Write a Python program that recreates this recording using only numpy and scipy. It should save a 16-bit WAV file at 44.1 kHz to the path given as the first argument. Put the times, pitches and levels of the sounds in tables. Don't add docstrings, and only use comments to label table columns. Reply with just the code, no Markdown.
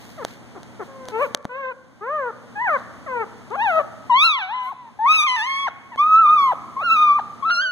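import sys
import numpy as np
from scipy import signal
from scipy.fft import rfft, irfft, next_fast_len
from scipy.io import wavfile
from scipy.ndimage import uniform_filter1d

SR = 44100
rng = np.random.default_rng(int(sys.argv[2]) if len(sys.argv) > 2 else 0)


def unload_audio(sound):
    columns = np.transpose(np.atleast_2d(sound))
    steps = np.round(np.clip(columns, -1, 1) * 32767)
    wavfile.write(sys.argv[1], SR, steps.astype(np.int16))


N = 340383

# time_s, pitch_hz, level_db, bright_db
SQUEAL_1 = [(4.097, 1047.0, -14, -19), (4.126, 928.0, -12.5, -20.5), (4.215, 1206.0, -15.0, 19.5),
            (4.255, 1386.0, -11, 20), (4.309, 1251.0, -18, 15.5), (4.375, 1009.0, -23.5, 4),
            (4.425, 751.0, -25.5, 2.5), (4.479, 748.0, -32.5, -12), (4.547, 1021.0, -24, -9),
            (4.657, 1000.0, -27, -10), (4.735, 1173.0, -31, -26)]
SQUEAL_2 = [(4.99, 834, -26.5, -34.5), (5.049, 948, -15.5, -34), (5.097, 1238, -10, -8),
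            (5.153, 1306, -15.0, 15), (5.223, 1188, -17, 12), (5.253, 1206, -17.5, -9),
            (5.288, 1035.0, -20, 3), (5.349, 986, -21, -3.5), (5.405, 845, -23, 0.5),
            (5.474, 1072, -23.5, -1), (5.618, 1119, -24.5, 1.0), (5.69, 1072, -18, -19.0)]
SQUEAL_3 = [(5.975, 1037, -30.5, 0.5), (5.997, 1159, -13, -11.5), (6.077, 1264, -16.0, -20),
            (6.143, 1280, -9.5, -18), (6.204, 1348, -12, -23), (6.268, 1182, -11, -17.5),
            (6.34, 1257, -11, -18.0), (6.4, 1137, -15.5, -9), (6.446, 1093, -15.5, -9.5),
            (6.537, 941, -19, -29)]
SQUEAL_4 = [(6.765, 1044, -21, -32), (6.799, 1114, -25, -14.5), (6.844, 1447, -24, -7),
            (6.906, 1296, -12.5, -3), (6.926, 1352, -13.0, 1), (6.975, 1219.0, -16.0, -4.5),
            (7.024, 1228, -12.0, -8.5), (7.121, 1157, -13.5, -17.0), (7.203, 1218, -21.5, -23)]
SQUEAL_5 = [(7.425, 1120, -16.5, -23), (7.443, 1068, -21.5, -21), (7.454, 1290, -17, -26),
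            (7.521, 1407, -14.5, -0.5), (7.558, 1388, -21.5, 14), (7.583, 1393.0, -13.5, -2.5),
            (7.63, 1589, -20.5, 3), (7.661, 1510, -16.5, -2.5), (7.77, 1341.0, -31, 5)]
# second_harmonic_db, resonance_hz, resonance_db,
# tilt_db_per_octave, left_lead_ms, left_over_right_db, breath_db
SQUEALS = [(SQUEAL_1, -2.8, 2600, 0.89, -5.5, 0.19, 6.7, -37.5),
           (SQUEAL_2, 4.9, 6300, 7, 2.4, 0.13, 9.8, -26.5), (SQUEAL_3, -1.5, 7700, 5, 0.9, 0.14, -6, -39),
           (SQUEAL_4, 0, 7150, 4.1, 0, .17, -.7, -34.5), (SQUEAL_5, -6, 5100, 7.1, -3, 0.27, 7.3, -42)]
# start_s, end_s, first_hz, last_hz, top_s, arch_hz,
# half_length_s, first_db, top_db, last_db, bright_db, then the timbre columns
WHIMPERS = [(1.117, 1.27, 426.4, 484, 1.228, 121.6, .026, -25, -16, -21.5, -0.5, -2.5, 2720, 9, 0, .17, 3.5, -19),
            (1.491, 1.728, 488, 521.6, 1.59, 49.6, 0.047, -31.5, -29.5, -24.5, 10.5, -4.5, 3210, 2, -1.5, .19, 2, -45),
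            (2.009, 2.309, 362.3, 463, 2.14, 209.6, 0.093, -29.5, -22.5, -24.5, -0.5, -0.5, 1580, 7, 3, .13, 3, -40),
            (2.554, 2.773, 821, 535.7, 2.638, 280.3, .044, -26, -21, -15, 5.5, 1.5, 1720, 10, -12, .21, 9.5, -38),
            (3.06, 3.245, 551.5, 424, 3.066, 118, .011, -36, -27.5, -20.5, 6, -1, 2100, 5, -11, 0.19, 6.5, -39)]
# time_s, pitch_hz, level_db, bright_db
BREAKING_COURSE = [(3.505, 373, -29.5, -0.5), (3.555, 595, -21.5, 13), (3.571, 810, -31.5, -7.5),
                   (3.595, 799, -19.5, 9), (3.635, 970, -18, 15), (3.678, 795, -16.5, 9),
                   (3.726, 647.5, -18.5, 7), (3.818, 620, -12.5, 2)]
# start_s, end_s, first_hz, last_hz, first_db, last_db, bright_db, roughness, left_over_right_db
GRUNTS = [(.176, 0.237, 720, 401.4, -38, -27.5, -2, .05, 5),
          (0.55, 0.585, 466, 317, -38.5, -32.5, -3.5, .4, 4.9),
          (.796, 0.838, 475, 317.4, -25.5, -29.5, -4, .22, 5.5),
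          (5.917, 5.955, 1033, 826, -35, -39, 12.5, .05, 4),
          (6.796, 6.837, 1071, 503, -39.5, -27.5, -2.5, .05, 0)]
# start_s, end_s, first_hz, middle_hz, last_hz, first_db, last_db, bright_db
WHINES = [(0.878, 1.116, 545, 527, 501, -43, -36, -2), (4.53, 4.698, 877, 805, 713, -44, -42, 10.5),
          (4.716, 4.895, 1030, 1003, 882, -48.5, -41.5, 1.5), (7.46, 7.728, 760, 587, 670, -46, -48, -1.5)]
# length_s, drop_octaves, fall_db, roughness
SQUEAL_END = (0.0253, 0.91, -5.5, 0.51)
WHIMPER_END = (.03, 0.15, -8, 0.08)
# time_s, half_length_s, roughness, pitch_step_fraction
VOICE_CRACKS = [(1.2, .015, 0.13, -0.0024), (1.709, 0.0062, 0.04, -0.034), (2.696, .02, 0.21, 0),
                (3.556, 0.016, .3, .1), (3.795, 0.011, 0.28, -0.065), (4.387, 0.019, 0.09, -0.042),
                (5.059, 0.0046, 0.04, 0.076), (5.15, 0.018, 0.19, 0.0098), (5.231, 0.013, 0.17, 0.038),
                (5.268, .006, 0, -0.064), (5.363, 0.0082, 0.2, -.07), (6.443, 0.023, 0, 0.012),
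                (6.909, 0.011, 0.07, 0.023), (6.964, 0.0065, 0.07, -0.038), (7.504, 0.011, 0.35, 0.037),
                (7.615, 0.013, 0.05, 0.038)]
# frequency_hz, gain_db
THROAT_CLOSED = [(400, 5.5), (800, -2), (1200, 0), (1600, -14), (2000, -18.5), (2500, -25), (3200, -37),
                 (4500, -54.5), (6000, -56.5), (9000, -81.5), (14000, -73.5)]
THROAT_OPEN = [(600, -7), (1200, 4.5), (2000, -3), (2800, -5), (3500, -6.5), (4100, -17), (4800, -26.5),
               (5600, -26.5), (6300, -31.5), (7300, -51.5), (8800, -43), (10000, -38), (11500, -42.5),
               (15000, -80)]
# time_s, level_db, treble_db, thud_db
FINGER_TAPS = [(.2498, -5.5, -12, -38), (0.632, -24.5, -8, -30), (1.055, -28, 0, -30),
               (1.086, -14, -10, -24.5), (1.3481, 2.5, 0, -45), (1.3741, -30, -14, -18.5),
               (1.4284, -40, 0.5, -30), (1.446, -28.5, -19, -22.5), (1.453, -14.5, -29, 5),
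               (3.505, -31.5, -9, -26), (4.27, -26.5, -10, -10), (4.73, -43, -10, -25),
               (5.96, -24, -29, -8)]
# frequency_hz, level_db, t60_s
CASE_MODES = [(658, 1.5, 0.0053), (1500, -0.5, 0.0015), (3310, 7, 0.0022), (5200, 12, 0.0014),
              (8270, -8, 0.0039)]
# blanket rustles and, in the last two rows, the puppies' faint, high breath hisses.
# time_s, half_length_s, level_db, tilt_db_per_octave
SWISHES = [(0.018, 0.2, -52.5, 3.5), (0.287, 0.083, -50.5, 1.5), (0.844, 0.031, -58, 4),
           (1.099, 0.025, -50.5, 2), (1.228, 0.058, -53, 7), (2.762, 0.068, -52, -1), (3.728, 0.11, -55, 4),
           (4.66, .05, -59, 9.5), (6.492, .05, -59, 6.5)]
# frequency_hz, density_db
SWISH_SPECTRUM = [(300, -17), (1500, 7), (3500, 1), (6500, -7), (10000, -15.5), (13000, -16),
                  (16000, -23.5)]
# frequency_hz, t60_s
ROOM_DECAY = [(250, 0.9), (1000, 1.01), (2500, 1.3), (4000, 1.15), (6000, 1), (14000, 0.6)]
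# frequency_hz, gain_db
ROOM_COLOUR = [(300, -0.5), (1000, -2), (2000, 1), (3000, -2), (4000, -8), (5500, -7.5), (14000, -14)]
# frequency_hz, density_db
AIR_MID = [(25, -88), (50, -85.5), (80, -66.5), (130, -68.5), (240, -65.5), (400, -78.5), (700, -79.5),
           (1700, -90), (2600, -91), (4000, -100), (6500, -101), (10000, -108), (14000, -119)]
AIR_SIDE = [(25, -98), (50, -94), (80, -73.5), (130, -76.5), (240, -75), (400, -85.5), (700, -86.5),
            (1700, -84), (2600, -94.5), (4000, -99), (6500, -101), (10000, -108), (14000, -115)]
# frequency_hz, level_db
MAINS_HUM = [(120, -50), (239, -51)]
# bottom_s, fall_s, depth_db, hold_s, recovery_s
BACKGROUND_DIPS = [(1.357, 0.0099, -9, 0.53, 0.73), (4.28, 0.13, -12.5, 0.086, 1.37),
                   (5.2, 0.38, -9, 0.22, 1.06), (7.65, 0.18, -11, 0.22, 0.91)]

BAND_LIMIT_HZ = 15700


def squeal(course, *timbre):
    t, pitch, level_db, bright_db = glide(course)
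    return cry(t, *run_out(t, pitch, level_db, bright_db, *SQUEAL_END), THROAT_OPEN, *timbre)


def whimper(start, end, first_hz, last_hz, top_s, arch_hz, half_s, first_db, top_db, last_db, bright_db,
            *timbre, attack_s=0.014, attack_db=-10.5, arch_bright_db=2.5):
    t = span(start, end)
    arch = bell(t, top_s, half_s)
    pitch = np.interp(t, [start, end], [first_hz, last_hz]) + arch_hz * arch
    level_db = np.interp(t, [start, top_s, end], [first_db, top_db, last_db])
    level_db += attack_db * np.exp((t[0] - t) / attack_s)
    bright_db = bright_db + arch_bright_db * arch
    return cry(t, *run_out(t, pitch, level_db, bright_db, *WHIMPER_END), THROAT_CLOSED, *timbre)


def breaking_whimper():
    t, pitch, level_db, bright_db = glide(BREAKING_COURSE)
    return cry(t, *run_out(t, pitch, level_db, bright_db, *WHIMPER_END), THROAT_CLOSED, second_db=0.5,
               resonance_hz=3410, resonance_db=3.5, tilt_db=0.5, lead_ms=0.21, pan_db=5.5, breath_db=-35.5)


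def grunt(start, end, first_hz, last_hz, first_db, last_db, bright_db, roughness, pan_db):
    t = span(start, end)
    pitch = np.geomspace(first_hz, last_hz, len(t))
    level_db = np.linspace(first_db, last_db, len(t))
    return cry(t, pitch, level_db, bright_db, roughness, THROAT_CLOSED, second_db=-2, resonance_hz=1900,
               resonance_db=6, tilt_db=-2, lead_ms=0.11, pan_db=pan_db, breath_db=-24.5)


def whine(start, end, first_hz, middle_hz, last_hz, first_db, last_db, bright_db):
    t = span(start, end)
    pitch = np.interp(t, [start, (start + end) / 2, end], [first_hz, middle_hz, last_hz])
    level_db = np.linspace(first_db, last_db, len(t))
    return cry(t, pitch, level_db, bright_db, roughness=0, throat=THROAT_CLOSED, second_db=-3.5,
               resonance_hz=2100, resonance_db=2.5, tilt_db=3, lead_ms=0.076, pan_db=0.5, breath_db=-39)


def cry(t, pitch, level_db, bright_db, roughness, throat, second_db, resonance_hz, resonance_db,
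        tilt_db, lead_ms, pan_db, breath_db, harmonics=20, flutter_db=2.18, fade_s=0.0082):
    pitch, cycles, strength = vocal_folds(t, pitch, level_db, roughness)
    tract = (throat, resonance_hz, resonance_db, tilt_db)
    delay_s = np.array([[0], [lead_ms / 1000]])
    voice, power = np.zeros((2, len(t))), 0
    for k in range(1, harmonics + 1):
        source_db = 0
        if k > 1:
            source_db = second_db + 0.64 * bright_db if k == 2 else bright_db
            source_db = source_db + flutter_db * wander(len(t), 45)
        partial = gain_of(source_db + vocal_tract(k * pitch, *tract)) * (k * pitch < BAND_LIMIT_HZ)
        voice += partial * np.cos(2 * np.pi * k * (cycles - pitch * delay_s))
        power += partial ** 2
    voice += gain_of(breath_db + bright_db / 2) * breath(cycles, tract)
    ramp = np.clip(np.minimum(t - t[0], t[-1] - t) / fade_s, 0, 1)
    envelope = strength * np.sin(np.pi / 2 * ramp) ** 2
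    balance = unit_rms(gain_of([[pan_db / 2], [-pan_db / 2]]))
    return t[0], voice / np.sqrt(power) * envelope * balance


def vocal_folds(t, pitch, level_db, roughness, jitter=0.0024, rasp=0.082, shimmer=0.015,
                doubling=0.22, waver_db=0.93, settle_s=0.016):
    steps = 0
    for at, half_s, amount, step in VOICE_CRACKS:
        roughness = roughness + amount * bell(t, at, half_s)
        steps += step / 2 * np.sign(t - at) * np.exp(-abs(t - at) / settle_s)
    pitch = pitch * (1 + steps)
    pitch *= 1 + jitter * wander(len(t), 140) + rasp * roughness * wander(len(t), 450)
    cycles = np.cumsum(pitch) / SR
    strength = gain_of(level_db + waver_db * wander(len(t), 30))
    unevenness = (shimmer + roughness) * wander(len(t), 310)
    alternation = doubling * roughness * np.cos(np.pi * cycles)
    return pitch, cycles, strength * (1 + unevenness + alternation)


def vocal_tract(hz, throat, resonance_hz, resonance_db, tilt_db, half_octaves=0.46, sparkle_db=4):
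    octaves = np.log2(hz + 1)
    sparkle = sparkle_db * np.clip(octaves - np.log2(7000), 0, 1)
    formant = resonance_db * bell(octaves, np.log2(resonance_hz), half_octaves)
    slope = tilt_db * np.maximum(octaves - np.log2(2300), 0)
    return read_spectrum(throat, hz) + sparkle + formant + slope


def breath(cycles, tract):
    size = len(cycles)
    puffs = rng.standard_normal((2, SR))[:, :size] * (1 + np.cos(2 * np.pi * cycles))
    puffs = np.diff(puffs, prepend=0)
    response = gain_of(vocal_tract(np.fft.rfftfreq(SR, 1 / SR), *tract))
    return unit_rms(irfft(rfft(puffs, SR) * response, SR)[:, :size])


def run_out(t, pitch, level_db, bright_db, length_s, drop_octaves, fall_db, roughness):
    spent = np.clip(1 - (t[-1] - t) / length_s, 0, 1)
    return pitch * 2 ** (-drop_octaves * spent), level_db + fall_db * spent, bright_db, roughness * spent


def camera_clicks(thud_hz=220, thud_t60_s=0.017, right_db=-3):
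    out, t = np.zeros((2, N)), np.arange(2048) / SR
    for start_s, level_db, treble_db, thud_db in FINGER_TAPS:
        ring = 0
        for hz, mode_db, t60_s in CASE_MODES:
            decay = gain_of(mode_db + treble_db * (hz > 2000) - 60 * t / t60_s)
            ring += decay * np.sin(2 * np.pi * hz * t)
        ring = signal.lfilter([1, 1], [2], ring)
        thud = gain_of(thud_db - 60 * t / thud_t60_s) * np.sin(2 * np.pi * thud_hz * t)
        add(out, start_s, gain_of([[level_db], [level_db + right_db]]) * (ring / abs(ring).max() + thud))
    return out


def soft_swishes(grain_db=2, grain_hz=180):
    out, t = np.zeros((2, N)), np.arange(SR // 2) / SR
    for centre_s, half_s, level_db, tilt_db in SWISHES:
        colour = [(hz, db + tilt_db * np.log2(hz)) for hz, db in SWISH_SPECTRUM]
        swish = unit_rms(np.array([noise(colour, len(t)), noise(colour, len(t))]))
        start_s = max(centre_s - t.mean(), 0)
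        strength = gain_of(level_db + grain_db * wander(len(t), grain_hz))
        add(out, start_s, strength * bell(start_s + t, centre_s, half_s) * swish)
    return out


def near_echoes(x, count=10, span_s=0.014, corner_hz=2500):
    taps = np.zeros((2, SR // 20))
    delays = (rng.uniform(0.05, 1, (2, count)) * span_s * SR).astype(int)
    np.put_along_axis(taps, delays, rng.choice([-1., 1.], delays.shape) / np.sqrt(count), 1)
    treble = signal.sosfilt(signal.butter(2, corner_hz, "high", fs=SR, output="sos"), x)
    return signal.oaconvolve(treble, taps, axes=1)[:, :N]


def reverberation(x, gap_s=0.0083, incoherent_hz=1500):
    hz, t, bands = signal.stft(rng.standard_normal((2, SR)), SR, nperseg=256)
    coherence = np.sinc(hz / incoherent_hz)[:, None]
    bands[1] = coherence * bands[0] + np.sqrt(1 - coherence ** 2) * bands[1]
    decay_db = read_spectrum(ROOM_COLOUR, hz)[:, None] - 60 * t / read_spectrum(ROOM_DECAY, hz)[:, None]
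    tail = signal.istft(bands * gain_of(decay_db), SR, nperseg=256)[1]
    tail *= np.clip(np.arange(tail.shape[1]) / SR / gap_s - 1, 0, 1)
    mono = x.mean(axis=0, keepdims=True)
    return signal.fftconvolve(mono, tail / np.linalg.norm(tail[0]), axes=1)[:, :N]


def background(level_db=-1):
    t = np.arange(N) / SR
    hum = sum(gain_of(db) * np.sqrt(2) * np.sin(2 * np.pi * hz * t) for hz, db in MAINS_HUM)
    mid, side = noise(AIR_MID) + hum, noise(AIR_SIDE)
    dips_db = [np.interp(t, [at - fall, at, at + hold, at + hold + recovery], [0, db, db, 0])
               for at, fall, db, hold, recovery in BACKGROUND_DIPS]
    return np.array([mid + side, mid - side]) * gain_of(level_db + np.min(dips_db, axis=0))


def glide(course, smooth_samples=560):
    times, *columns = np.transpose(course)
    t = span(times[0], times[-1])
    return t, *(uniform_filter1d(np.interp(t, times, column), smooth_samples) for column in columns)


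def span(start, end, margin_s=0.003):
    return np.arange(start - margin_s, end + margin_s, 1 / SR)


def noise(spectrum, size=N):
    padded = next_fast_len(size, True)
    colour = gain_of(read_spectrum(spectrum, np.fft.rfftfreq(padded, 1 / SR)))
    return irfft(rfft(rng.standard_normal(padded)) * colour, padded)[:size] * np.sqrt(SR / 2)


def wander(size, rate_hz):
    position = np.arange(size) * 2 * rate_hz / SR
    knots = rng.standard_normal(2048)
    return np.interp(position, np.arange(len(knots)), knots) * np.sqrt(3 / 2)


def read_spectrum(points, hz):
    frequencies, values = np.transpose(points)
    return np.interp(np.log(hz + 1), np.log(frequencies), values)


def bell(x, centre, half_width):
    return np.exp(-((x - centre) / half_width) ** 2)


def gain_of(db):
    return 10 ** (np.asarray(db) / 20)


def unit_rms(x):
    return x / np.sqrt(np.mean(x ** 2) + 1e-20)


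def add(mix, start_s, sound):
    part = mix[:, max(round(start_s * SR), 0):][:, :sound.shape[1]]
    part += sound[:, :part.shape[1]]


def scene(echo_db=-9, reverb_db=-19):
    puppies = np.zeros((2, N))
    for call, rows in (grunt, GRUNTS), (whimper, WHIMPERS), (squeal, SQUEALS), (whine, WHINES):
        for row in rows:
            add(puppies, *call(*row))
    add(puppies, *breaking_whimper())
    reflections = gain_of(echo_db) * near_echoes(puppies) + gain_of(reverb_db) * reverberation(puppies)
    return puppies + reflections + camera_clicks() + soft_swishes() + background()


def record(dry, crossfeed=0.79, delay_samples=17):
    late_opposite = np.pad(dry[::-1], ((0, 0), (delay_samples, 0)))[:, :N]
    wide = np.clip(dry - crossfeed * late_opposite, -1, 1)
    low_pass = signal.firwin(255, BAND_LIMIT_HZ, window=("kaiser", 9), fs=SR)
    return signal.oaconvolve(wide, low_pass[None], "same")


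dry = scene()
out = record(dry)
unload_audio(out)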